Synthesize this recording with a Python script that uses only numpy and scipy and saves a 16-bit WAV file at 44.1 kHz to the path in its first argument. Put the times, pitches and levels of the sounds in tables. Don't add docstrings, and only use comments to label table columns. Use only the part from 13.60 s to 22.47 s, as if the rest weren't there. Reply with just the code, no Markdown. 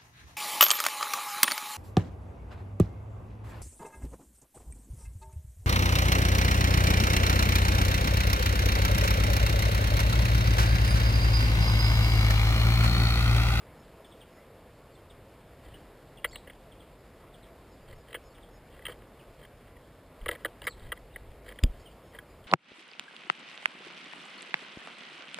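import sys
import numpy as np
from scipy import signal
from scipy.io import wavfile

SR = 44100
rng = np.random.default_rng(int(sys.argv[2]) if len(sys.argv) > 2 else 0)


def transcribe(signal):
    frames = np.atleast_2d(signal).T
    limited = np.clip(frames, -1, 1)
    pcm = np.round(limited * 32767).astype(np.int16)
    wavfile.write(sys.argv[1], SR, pcm)


def volts_from_db(level):
    exponent = np.asarray(level, float) / 20
    return 10 ** exponent


N = 391163

# frequency in Hz, level in dB per Hz.
HUM_SPECTRUM = [(59, -30), (100, -4.5), (205, -5.5), (299, -6.5), (420, -6), (543, -3), (791, -12),
                (939, -12), (1600, -17.5), (2170, -18.5), (2490, -21), (3220, -23.5), (4020, -29),
                (5010, -17), (5950, -48), (7740, -71), (13100, -120)]
# time in seconds, level in dB.
TRAFFIC_SWELL = [(0, 1.1), (1.2, 0), (2.8, 0.8), (4.5, 0.63), (6.4, -.3), (6.9, 1.5), (7.5, -.5), (8.1, 1),
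                 (8.5, -0.5), (8.87, .6)]
# time in seconds, level in dB.
ENGINE_LEVEL = [(0, -78), (2.9, -61), (3.2, -64), (3.9, -62), (4.3, -74), (4.9, -59), (6.1, -62),
                (6.4, -77), (6.9, -58), (7.9, -55.5), (8.4, -64), (8.87, -64)]
# start in seconds, length in seconds, level in dB.
SWINGS = [(1.05, 0.12, -69), (1.5, 0.17, -59), (2.0, 0.19, -53), (2.6, 0.24, -55.5), (4.167, 0.31, -51.5),
          (4.9, 0.56, -59), (5.606, 0.21, -60), (6.624, 0.12, -44.5), (7.132, .22, -43), (7.374, .1, -56),
          (7.573, 0.2, -45), (8.072, 0.215, -51)]
# start in seconds, length in seconds, middle frequency in Hz, level in dB.
CHIRPS = [(.444, 0.015, 3280, -58), (.514, .017, 3420, -57), (0.605, 0.021, 3250, -55),
          (1.497, 0.021, 3310, -60.5), (2.572, 0.016, 3060, -54.5), (3.115, 0.019, 3150, -58),
          (3.194, .022, 3380, -59.5), (3.735, .021, 3370, -60.5), (3.828, 0.022, 3500, -60),
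          (4.745, 0.0193, 3300, -64), (4.825, 0.015, 3430, -57.5), (5.588, 0.022, 2950, -62),
          (7.538, .017, 3500, -64), (8.84, 0.012, 3020, -61.5)]
# start in seconds, length in seconds, start frequency in Hz, droop in Hz, level in dB.
WHISTLES = [(.165, .057, 5300, 220, -72), (.455, .06, 5300, 250, -75), (.715, .085, 5350, 400, -74),
            (4.076, .08, 5400, 900, -72), (4.355, .07, 5400, 700, -71), (4.618, .085, 5380, 700, -71),
            (4.902, .095, 5380, 700, -73), (8.19, .045, 5250, 100, -73), (8.253, .029, 3140, 400, -58.5),
            (8.419, .1, 5320, 120, -75), (8.691, .045, 4950, 120, -72)]
# start in seconds, pitch factor, level in dB.
CALLS = [
    (2.668, 1.001, -57),
    (7.027, 1.025, -60),
]
# delay in seconds, length in seconds, start, middle and end frequency in Hz,
# level in dB.
CALL_NOTES = [
    (0, .055, 4250, 5000, 5580, -4),
    (.04, 0.014, 2900, 3600, 4320, -1),
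    (0.044, .07, 4330, 4230, 2940, 2.2),
]
# start in seconds, length in seconds, start and end frequency in Hz, level in dB.
PEEPS = [(2.138, 0.0146, 2780, 3270, -54), (4.2, .07, 4500, 5100, -76), (.775, 0.039, 2030, 2060, -65.5),
         (1.314, .06, 4670, 3950, -74), (1.349, .018, 3580, 3500, -67.5), (1.375, .025, 3180, 3080, -69),
         (4.7, .03, 4530, 4320, -73), (7.5, .046, 2780, 2840, -70), (8.188, .035, 4500, 4730, -73),
         (8.31, .025, 4600, 4700, -73)]
# frequency in Hz, level in dB, t60 in seconds.
BODY_MODES = [(482, 9, 0.044), (597, 9, 0.028), (990, 7, 0.015), (319, -6.5, 0.051)]
WALL_MODES = [(1146, -9.5, 0.021), (1307, -9, 0.028), (1493, -12.5, 0.036), (1666, -2, 0.024),
              (1957, 3, 0.018), (2267, -2, 0.012)]
PERCH_MODES = [(2560, -10, .012), (2830, -4, .017), (3150, 1.5, .017), (3430, -8, .012)]
TICK_MODES = [(3850, 3.5, 0.0072), (4380, 3.5, 0.0066), (4500, 17, 0.001), (5050, -24, 0.0039)]
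FAMILY_BANDS = [(250, 1100), (850, 2500), (2300, 3700), (3400, 5000)]
# start in seconds, length in seconds, level in dB.
RUSTLES = [(2.015, 0.12, -61), (2.13, 0.062, -68), (4.22, 0.16, -64), (4.47, 0.061, -58),
           (5.068, 0.22, -64), (5.258, 0.093, -55.5), (5.748, 0.12, -66), (6.696, 0.054, -50),
           (6.765, 0.07, -64), (6.833, 0.019, -68), (7.07, 0.028, -55), (7.15, 0.16, -59.5),
           (7.35, 0.028, -58), (7.842, 0.072, -58), (8.06, 0.03, -74), (5.99, 0.12, -68),
           (3.218, .03, -59.5), (3.583, 0.048, -68), (7.701, 0.022, -59), (8.128, 0.12, -64),
           (8.517, 0.057, -57)]
# time in seconds, length in ms, force in dB, lean from wall towards perch in dB,
# shove into the hollow body in dB.
PECKS = [(2.6434, 12, -19, -2, -14.5), (2.756, 3.5, -26.5, 11.5, -22), (2.8697, 17, -43.5, -1, -3),
         (2.8963, 9.2, -36.5, 3.5, -5.5), (4.5424, 15, -26.5, 2.5, -11.5), (4.5518, 2.3, -33.5, -2, -30),
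         (5.2521, 6.7, -27, 6, -37), (5.2641, 4.3, -27, 4.5, -38), (5.2798, 13, -31, 3, -6.5),
         (5.2917, 6.9, -35, 0.5, -5.5), (6.6586, 6.2, -25, -8, -9), (6.682, 5.8, -22.5, 4, -12),
         (6.6872, 4.6, -20, -7, -10), (6.7113, 9.7, -28, -4, -18), (6.8465, 2.3, -20.5, -10, -10.5),
         (6.8557, 4.2, -23.5, -3.5, -15), (7.0168, 2.5, -35.5, 3, -7.5), (7.0681, 26, -19.5, -12, -19.5),
         (7.078, 2.5, -21.5, -6.5, -23), (7.318, 10.3, -24, -3, -14.5), (7.5589, 5, -32, -6, -12),
         (7.9862, 3.2, -32.5, 2.5, -22), (8.0357, 1.3, -28.5, 7, -11.5), (8.586, 6.1, -34, -5, -20)]
# time in seconds, level in dB.
NIBBLES = [(2.7275, -47), (2.7444, -45), (4.3244, -46), (4.4819, -51), (4.5025, -56), (4.7787, -48),
           (5.1906, -50), (5.416, -54), (5.8262, -54), (6.164, -51.5), (6.7293, -48), (6.7411, -53),
           (6.749, -37.5), (6.7544, -43), (7.0273, -47), (7.0475, -43), (7.3722, -47), (7.859, -48),
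           (7.8796, -44), (7.8996, -46.5), (7.9107, -44), (7.9194, -41.5), (8.5332, -53), (8.5468, -41)]
STEPS = [(2.141, -54), (2.931, -49.5), (4.526, -36), (4.5614, -40), (5.2193, -46), (5.3197, -36.5),
         (5.8136, -48), (5.833, -47), (5.8478, -43), (6.612, -47), (6.6357, -53), (7.0388, -35),
         (7.888, -37), (7.9565, -47.5)]
HUSKS = [(4.5281, -50), (6.6034, -53), (6.7114, -37.5), (7.0174, -47), (7.0395, -55), (7.1951, -55),
         (7.2365, -54), (7.2778, -64), (7.8872, -44.5), (8.0308, -50), (4.31, -50), (2.051, -58)]
THUDS = [(2.7449, -51), (4.5634, -39), (5.4163, -53), (6.8779, -45), (8.0308, -38), (8.0601, -44)]
# length in ms, body, wall, perch and tick level in dB.
LIGHT_COLOURS = [
    (7.3, -8, 2.1, -6, -18),
    (6.1, -31, -5, -0.4, -38),
    (2, -6, -16, -29, 2),
    (16, -4.2, -45, -5, -25),
]
# time in seconds, level in dB.
PORT_FLEXES = [
    (2.648, -36),
    (6.851, -29),
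    (7.072, -32),
    (7.325, -33),
]
# frequency in Hz, level in dB, t60 in seconds.
PORT_MODES = [(1188, -2.5, 0.037), (1340, -2, 0.036), (1540, -1, .025)]
# start in seconds, contact in seconds, level in dB, signed direction.
BUMPS = [
    (6.611, 0.017, -32.5, 0.94),
    (8.028, 0.0057, -16.5, -0.53),
    (8.035, 0.00794, -6, 0.63),
    (8.079, 0.019, -27.5, 0.91),
]
# frequency in Hz, sharpness Q.
MOUNT_SPRING = (29, 1.46)
# frequency in Hz, level in dB, t60 in seconds.
BRACKET_MODES = [(248, -27.5, 0.073), (303, -41, 0.09), (2800, -27, 0.0062), (3500, -24.5, 0.0063),
                 (4900, -25, 0.0092)]


def rms_one(x):
    return x / np.sqrt(np.mean(x ** 2) + 1e-20)


def level_curve(rows):
    s, db = np.transpose(rows)
    return np.interp(np.arange(N) / SR, s, db)


def drift(rate_hz):
    r = np.exp(-80 * np.pi * rate_hz / SR)
    slow = signal.lfilter([1], [1, -2 * r, r * r], rng.standard_normal(N // 40 + 2002))[2000:]
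    return np.interp(np.arange(N) / 40, np.arange(len(slow)), rms_one(slow))


def ring(push, hz, t60_s):
    r, w = volts_from_db(-60 / (t60_s * SR)), 2 * np.pi * hz / SR
    return signal.lfilter([0, np.sin(w)], [1, -2 * r * np.cos(w), r * r], push + 1e-18)


def band_pass(x, low_hz, high_hz, order=3):
    return signal.sosfilt(signal.butter(order, [low_hz, high_hz], "band", fs=SR, output="sos"), x)


def noise_band(low_hz, high_hz):
    return rms_one(band_pass(rng.standard_normal(N + SR), low_hz, high_hz)[SR:])


def hum():
    dull_db, airy_db, patchy_db, shared = -56, -63.5, 1.1, 0.35
    hz, level_db = np.transpose(HUM_SPECTRUM)
    white, together = rng.standard_normal((2, N)), drift(0.79)
    dull, airy = np.zeros((2, N))
    edges_hz = 130 * 2 ** (np.arange(17) / 2.9)
    for k, (low, high) in enumerate(zip(edges_hz, edges_hz[1:])):
        band = band_pass(white[k % 2], low, high, order=2)
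        db = np.interp(np.log(low * high) / 2, np.log(hz), level_db)
        db = db + patchy_db * (shared * together + drift(7.8))
        part = airy if low > 900 else dull
        part += volts_from_db(db) * band
    return volts_from_db(level_curve(TRAFFIC_SWELL)) * (volts_from_db(dull_db) * rms_one(dull) + volts_from_db(airy_db) * rms_one(airy))


def engine():
    return volts_from_db(level_curve(ENGINE_LEVEL)) * noise_band(36.2, 53)


def swing_envelope():
    out = np.zeros(N)
    for s, length_s, level_db in SWINGS:
        i, n = int(s * SR), int(length_s * SR)
        out[i:i + n] += volts_from_db(level_db) * np.hanning(n)
    return out


def sway():
    rest_db, buffet_db, swing_buffet_db, gusty_db = -62.5, -61, -11, 0.8
    swing = swing_envelope()
    rocking = volts_from_db(rest_db + gusty_db * drift(0.99)) * noise_band(36.6, 60.8)
    rocking += volts_from_db(rest_db - 12) * noise_band(14, 33)
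    rocking += swing * noise_band(14.5, 60)
    buffet = volts_from_db(buffet_db + gusty_db * drift(1.03)) + volts_from_db(swing_buffet_db) * swing
    return rocking + buffet * noise_band(61.5, 131.7)


def bird_notes():
    fall_hz_per_s, chirp_early, droop_early = 52500, 0.555, 0.219
    rows = []
    for s, length_s, hz, db in CHIRPS:
        fall_hz = fall_hz_per_s * length_s
        rows.append((s, length_s, hz + chirp_early * fall_hz, hz, hz - (1 - chirp_early) * fall_hz, db))
    for s, length_s, hz, droop_hz, db in WHISTLES:
        rows.append((s, length_s, hz, hz - droop_early * droop_hz, hz - droop_hz, db))
    for s, pitch, db in CALLS:
        for delay_s, length_s, *hz, rel_db in CALL_NOTES:
            rows.append((s + delay_s, length_s, *(pitch * np.array(hz)), db + rel_db))
    for s, length_s, start_hz, end_hz, db in PEEPS:
        rows.append((s, length_s, start_hz, (start_hz + end_hz) / 2, end_hz, db))
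    return rows


def garden_echoes(voice):
    t60_s, blur_db, slap_s = 0.35, -5.5, 0.012
    t = np.arange(SR // 2) / SR
    decay = volts_from_db(-60 * t / t60_s) + 1.5 * volts_from_db(-60 * t / 0.05)
    blur = rng.standard_normal(len(t)) * decay * (t > 0.005)
    blur *= volts_from_db(blur_db) / np.sqrt(np.sum(blur ** 2))
    blur[0] = 1
    blur[int(slap_s * SR)] += 0.4
    return signal.fftconvolve(voice, blur)[:N]


def birds():
    roughness, waver_hz = 0.38, 30
    out, waver = np.zeros(N + SR), waver_hz * drift(98)
    for s, length_s, start_hz, middle_hz, end_hz, level_db in bird_notes():
        u = np.linspace(0, 1, int(length_s * SR))
        i = int(s * SR)
        hz = np.polyval(np.polyfit([0, 0.5, 1], [start_hz, middle_hz, end_hz], 2), u)
        hz += waver[i:i + len(u)]
        swell = np.abs(np.sin(np.pi * u ** 1.02)) ** 0.49
        out[i:i + len(u)] += volts_from_db(level_db) * np.sqrt(2) * swell * np.sin(2 * np.pi * np.cumsum(hz) / SR)
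    return garden_echoes(out[:N] * (1 + roughness * drift(170)))


def rustle_shower():
    shower = np.zeros(N)
    for s, length_s, level_db in RUSTLES:
        i, n = int(s * SR), int(length_s * SR)
        shower[i:i + n] += volts_from_db(level_db) * np.hanning(n) ** 0.28
    return shower * volts_from_db(3.5 * drift(46.0))


def contacts():
    s, ms, force_db, lean_db, shove_db = np.transpose(PECKS)
    tick_db = force_db - 25 + 0.49 * (force_db + 37)
    wall_db = force_db - np.maximum(lean_db, 0)
    perch_db = force_db + np.minimum(lean_db, 0)
    rows = list(np.transpose([s, ms, force_db + shove_db, wall_db, perch_db, tick_db]))
    for kind, (length_ms, *colour_db) in zip((NIBBLES, STEPS, HUSKS, THUDS), LIGHT_COLOURS):
        for time_s, db in kind:
            rows.append((time_s, length_ms, *(db + np.array(colour_db))))
    return np.vstack(rows)


def taps():
    density, rise_s, shove_s, body_lag_s = 0.15, 0.00044, 0.00037, 0.00418
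    gain_db, grains_per_s, strike = -3, 2500, 0.55
    rows, out = contacts(), np.zeros((4, N))
    span = np.arange(900)
    u = span / (rows[:, 1:2] * SR / 1000)
    rub = rng.standard_normal(u.shape) * (rng.random(u.shape) < density)
    rub *= np.exp(-1.6 * u ** 1.32)
    rub *= 1 - np.exp(-span / SR / rise_s)
    rub /= np.sqrt(np.sum(rub ** 2, axis=1, keepdims=True))
    loud = np.clip((np.max(rows[:, 3:5], axis=1) + 34) / 12, 0, 1)
    rub[:, 4] += strike * loud
    thump = np.abs(rub) * np.exp(-span / SR / shove_s)
    thump /= np.sum(thump, axis=1, keepdims=True) + 1e-9
    at = np.round(rows[:, :1] * SR).astype(int) + span
    luck = rng.standard_normal((len(rows), 18))
    shower = rustle_shower()
    grains = rng.standard_normal(N) * (rng.random(N) < grains_per_s / SR)
    families = (BODY_MODES, WALL_MODES, PERCH_MODES, TICK_MODES)
    modes = [(family, mode) for family, group in enumerate(families) for mode in group]
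    for k, (family, (hz, level_db, t60_s)) in enumerate(modes):
        strength = volts_from_db(rows[:, 2 + family] + gain_db + 2 * luck[:, k])
        lag = int(body_lag_s * SR) * (family == 0)
        drive = thump if family == 0 else rub
        push = np.zeros(N + 2000)
        np.add.at(push, at + lag, drive * strength[:, None])
        grit = shower * np.roll(grains, k * N // 19) * volts_from_db(-8.5 - 6.7 * abs(family - 1.4))
        out[family] += (-1) ** k * volts_from_db(level_db) * ring(push[:N] + grit, hz, t60_s)
    return sum(band_pass(part, *edges_hz) for edges_hz, part in zip(FAMILY_BANDS, out))


def port():
    s, db = np.transpose(PORT_FLEXES)
    push = np.zeros(N)
    push[(s * SR).astype(int)] = volts_from_db(db)
    push = band_pass(push + 1e-18, 900, 1900, order=2)
    out = np.zeros(N)
    for k, (hz, level_db, t60_s) in enumerate(PORT_MODES):
        out += (-1) ** k * volts_from_db(level_db) * ring(push, hz, t60_s)
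    return out


def landings():
    push = np.zeros(N)
    for s, contact_s, level_db, direction in BUMPS:
        u = np.linspace(0, 1, int(contact_s * SR))
        i = int(s * SR)
        push[i:i + len(u)] += direction * volts_from_db(level_db) * np.abs(np.sin(np.pi * u ** 1.4)) ** 0.55
    push = signal.sosfilt(signal.butter(2, 220, fs=SR, output="sos"), push)
    mount_hz, q = MOUNT_SPRING
    w = 2 * np.pi * mount_hz
    out = signal.lfilter(*signal.bilinear([1, 0, 0], [1, w / q, w * w], SR), push)
    claws = np.zeros(N)
    grip = int((BUMPS[2][0] + 0.0012) * SR)
    claws[grip + np.array([0, 37, 95, 160])] = [-0.36, -1.4, 0.024, -0.17]
    for hz, level_db, t60_s in BRACKET_MODES:
        out += volts_from_db(level_db) * ring(claws, hz, t60_s)
    return out


def scene():
    feeder = taps() + port()
    mono = feeder + birds() + sway() + landings() + engine() + hum()
    return np.tile(mono, (2, 1))


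def band_limit(x):
    return signal.sosfilt(signal.butter(12, 16480, fs=SR, output="sos"), x)


def record(dry):
    hiss_db = -80.5
    guarded = signal.sosfilt(signal.butter(6, 5500, fs=SR, output="sos"), dry[0])
    coarse = signal.resample_poly(guarded, 40, 147)
    held = signal.resample_poly(np.repeat(coarse, 4), 147, 160)[:N]
    held = signal.sosfilt(signal.cheby2(8, 22, 15650, fs=SR, output="sos"), held)
    held = signal.sosfilt(signal.cheby2(10, 60, 17000, fs=SR, output="sos"), held)
    side = volts_from_db(hiss_db) * (noise_band(910, 7100) + volts_from_db(-12.5) * noise_band(110, 760))
    return band_limit(np.array([held + side, held - side]))


dry = scene()
out = record(dry)
transcribe(out)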